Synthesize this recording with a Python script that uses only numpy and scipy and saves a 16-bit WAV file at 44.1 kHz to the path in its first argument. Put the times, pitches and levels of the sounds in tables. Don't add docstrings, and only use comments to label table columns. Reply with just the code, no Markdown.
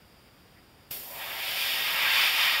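import sys
import numpy as np
from scipy import signal
from scipy.fft import rfft, irfft, next_fast_len
from scipy.io import wavfile
from scipy.ndimage import uniform_filter1d

SR = 44100
rng = np.random.default_rng(int(sys.argv[2]) if len(sys.argv) > 2 else 0)


def master_out(mix):
    frames = np.transpose(np.atleast_2d(mix))
    ceiling = np.clip(frames, -1, 1)
    pcm = np.round(ceiling * 32767).astype(np.int16)
    wavfile.write(sys.argv[1], SR, pcm)


def field_ratio(decibels):
    return 10 ** (np.asarray(decibels, dtype=float) / 20)


N = 114660
T = np.arange(N) / SR
HOP = 128
FRAMES, HZ = N // HOP + 9, np.fft.rfftfreq(4 * HOP, 1 / SR)
OPEN_S, OPEN_RISE_S = .9055, .005

# time in seconds, roar in dB, brightness in dB per octave.
APPROACH = [(1.08, -63, -1), (1.15, -48.5, -6), (1.21, -40, -3), (1.36, -37.5, -1), (1.47, -33, 2.5),
            (1.62, -29, 3.5), (1.82, -30, 1.5), (1.91, -30, -.5), (2.038, -27, -2), (2.11, -25.5, -1),
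            (2.24, -23, 0.5), (2.28, -24.5, .5), (2.335, -28.5, 1.5), (2.385, -24.5, .5), (2.47, -24.5, 0),
            (2.53, -26.5, 0), (2.6, -29, -2)]


def evened(x):
    return x / np.sqrt(np.mean(x ** 2) + 1e-20)


def read(points, hz):
    f, value = np.transpose(points)
    return np.interp(np.log(hz + 1), np.log(f + 1), value)


def colour(x, db_of):
    size = next_fast_len(N + 4096)
    gain = field_ratio(db_of(np.fft.rfftfreq(size, 1 / SR)))
    return irfft(rfft(x, size) * gain, size)[..., :N]


def resonate(x, hz, width):
    turn = np.exp(2j * np.pi * hz * np.arange(len(x)) / SR)
    r = np.exp(-np.pi * width / SR)
    return 2 * (turn * signal.lfilter([1 - r], [1, -r], x / turn)).real


def resonate_twice(x, hz, width):
    return resonate(resonate(x, hz, width), hz, width)


def turbulence(shape_db, patchy_db, flicker_db):
    a, b, p = rng.standard_normal((FRAMES, len(HZ), 3)).T
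    drifting = uniform_filter1d(p, size=7, axis=0)
    patches = evened(uniform_filter1d(drifting, size=14, axis=1))
    flicker = evened(uniform_filter1d(rng.standard_normal(FRAMES), size=3))
    spectra = (a + 1j * b) * field_ratio(shape_db + patchy_db * patches + flicker_db * flicker)
    return signal.istft(spectra, nperseg=4 * HOP, noverlap=3 * HOP)[1][:N]


def room_air():
    # frequency in Hz, level in dB.
    air_spectrum = [(15, -60), (25, -14), (70, -1), (512, -11), (1820, -16.5), (4080, -19.5), (4930, -24),
                    (6280, -26.5), (15700, -28)]
    # frequency in Hz, width in Hz, level in dB.
    whines = [(4770, 170, -70), (5050, 670, -73), (15734, 6, -91)]
    noise = rng.standard_normal(N)
    out = field_ratio(-56.5) * evened(colour(noise, lambda f: read(air_spectrum, f)))
    for hz, width, db in whines:
        out += field_ratio(db) * evened(resonate_twice(rng.standard_normal(N), hz, width))
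    return out


def puffs():
    # start in seconds, frequency in Hz, width in Hz, length in seconds, level in dB.
    bursts = [
        (.910, 3000, 900, .003, -41),
        (.555, 1900, 700, .045, -61),
        (.24, 2400, 1200, .06, -68),
    ]
    knock_hz, knock_db, knock_t60_s = 150, -42, .075
    since = np.maximum(T - OPEN_S - OPEN_RISE_S / 2, 0)
    out = field_ratio(knock_db - 60 * since / knock_t60_s) * np.sin(2 * np.pi * knock_hz * since)
    for start, hz, width, length, db in bursts:
        noise = resonate_twice(rng.standard_normal(N), hz, width)
        swell = np.sin(np.pi * np.clip((T - start) / length, 0, 1))
        out += field_ratio(db) * swell * evened(noise)
    return out


def hollow():
    # frequency in Hz, width in Hz, level in dB.
    body_modes = [(575, 40, -5), (655, 55, -1), (770, 16, -2), (925, 80, -2)]
    wake_s, rise_s = 1.01, .1
    level_db, share = -47.5, .083
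    s, roar_db, _ = np.transpose(APPROACH)
    drive = rng.standard_normal(N)
    boom = sum(field_ratio(db) * evened(resonate_twice(drive, hz, 2 * width)) for hz, width, db in body_modes)
    reach = np.clip((T - wake_s) / rise_s, 0, 1)
    return reach * field_ratio(level_db + share * (np.interp(T, s, roar_db) + 31)) * evened(boom)


def shell():
    # frequency in Hz, level in dB.
    roar = [(450, -40), (600, -21), (1000, -6), (1500, -6), (2300, 0.5), (3600, -0.5), (5200, -9),
            (7500, -19)]
    # frequency in Hz, width in Hz, level in dB.
    resonances = [(890, 27, -2.5), (1225, 110, -12), (1600, 95, -8), (1870, 65, -1), (2350, 300, -3.5),
                  (3064, 130, -2.5), (3440, 160, -5.5), (3630, 65, -2), (4440, 45, -36), (4230, 33, -28),
                  (4760, 88, -6), (5080, 120, -6.5)]
    rings_db, level_db = -2.5, .61
    s, roar_db, tilt = np.transpose(APPROACH)
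    brightness = np.interp(np.arange(FRAMES) * HOP / SR, s, np.clip(tilt, -4, 4))
    octaves = np.log2(np.maximum(HZ[:, None], 700) / 1800)
    shape_db = read(roar, HZ)[:, None] + octaves * brightness
    rms = np.sqrt(np.mean(field_ratio(2 * shape_db), axis=0))
    jet = evened(turbulence(shape_db - 20 * np.log10(rms), patchy_db=.5, flicker_db=-.26))
    rings = sum(field_ratio(db - read(roar, hz)) * resonate(jet, hz, width) for hz, width, db in resonances)
    reach = np.clip((T - s[0]) / .06 + 1, 0, 1)
    return reach * field_ratio(level_db + np.interp(T, s, roar_db)) * evened(jet + field_ratio(rings_db) * rings)


def nozzle():
    # time in seconds, flow in dB.
    flow = [
        (.92, -42),
        (1.06, -44.5),
        (1.35, -43),
        (1.45, -42.5),
        (1.6, -40.5),
        (2.0, -38),
        (2.6, -40.5),
    ]
    # frequency in Hz, level in dB.
    hiss_spectrum = [(120, -14), (500, -5.5), (1300, -14.5), (3300, -7.5), (6500, -8.5), (9800, -10),
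                     (12300, -1), (15700, -5)]
    level_db = 3.63
    leak_db, leak_s = -24, .008
    surge_db, surge_s = 6, .059
    surge_top_db, surge_top_hz = 1.5, 10600
    s, flow_db = np.transpose(flow)
    leak = field_ratio(leak_db) * np.exp(-abs(T - OPEN_S) / leak_s)
    gate = np.clip((T - OPEN_S) / OPEN_RISE_S, 0, 1) ** 2 + leak
    surge = np.exp(-abs(T - OPEN_S - 2 * OPEN_RISE_S) / surge_s)
    hiss = evened(turbulence(read(hiss_spectrum, HZ)[:, None], patchy_db=.4, flicker_db=.5))
    top = colour(hiss, lambda f: -10 * np.log10(1 + (surge_top_hz / (f + 1)) ** 12))
    bright_hiss = hiss + (field_ratio(surge_top_db * surge) - 1) * top
    return gate * field_ratio(level_db + np.interp(T, s, flow_db) + surge_db * surge) * bright_hiss


def room(x):
    echo_db, t60_s, low_hz, top_hz = -4.5, .15, 1200, 4900
    t = np.arange(SR // 4) / SR
    tail = rng.standard_normal(len(t)) * field_ratio(-60 * t / t60_s) * (t > .003)
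    wet = signal.fftconvolve(x, tail / np.linalg.norm(tail))[:N]

    def dull(f):
        return -10 * np.log10(1 + (f / top_hz) ** 6 + (low_hz / (f + 1)) ** 4)
    return x + field_ratio(echo_db) * colour(wet, dull)


def scene():
    in_room = room(nozzle() + shell() + puffs())
    return (in_room + hollow() + room_air())[None]


def roll_off(x):
    return signal.sosfilt(signal.butter(12, 17010, fs=SR, output="sos"), x)


def record(dry):
    # frequency in Hz, width in Hz, depth in dB.
    notches = [(4050, 150, -15), (6250, 450, -13), (7800, 330, -10.5), (10150, 400, -11)]
    edge_hz, edge_fall_hz = 15740, 70

    def housing(f):
        dips = sum(db / (1 + ((f - hz) / (.5 * width)) ** 2) for hz, width, db in notches)
        return dips - 90 * np.clip((f - edge_hz) / edge_fall_hz, 0, 1)
    return roll_off(colour(dry, housing))


dry = scene()
out = record(dry)
master_out(out)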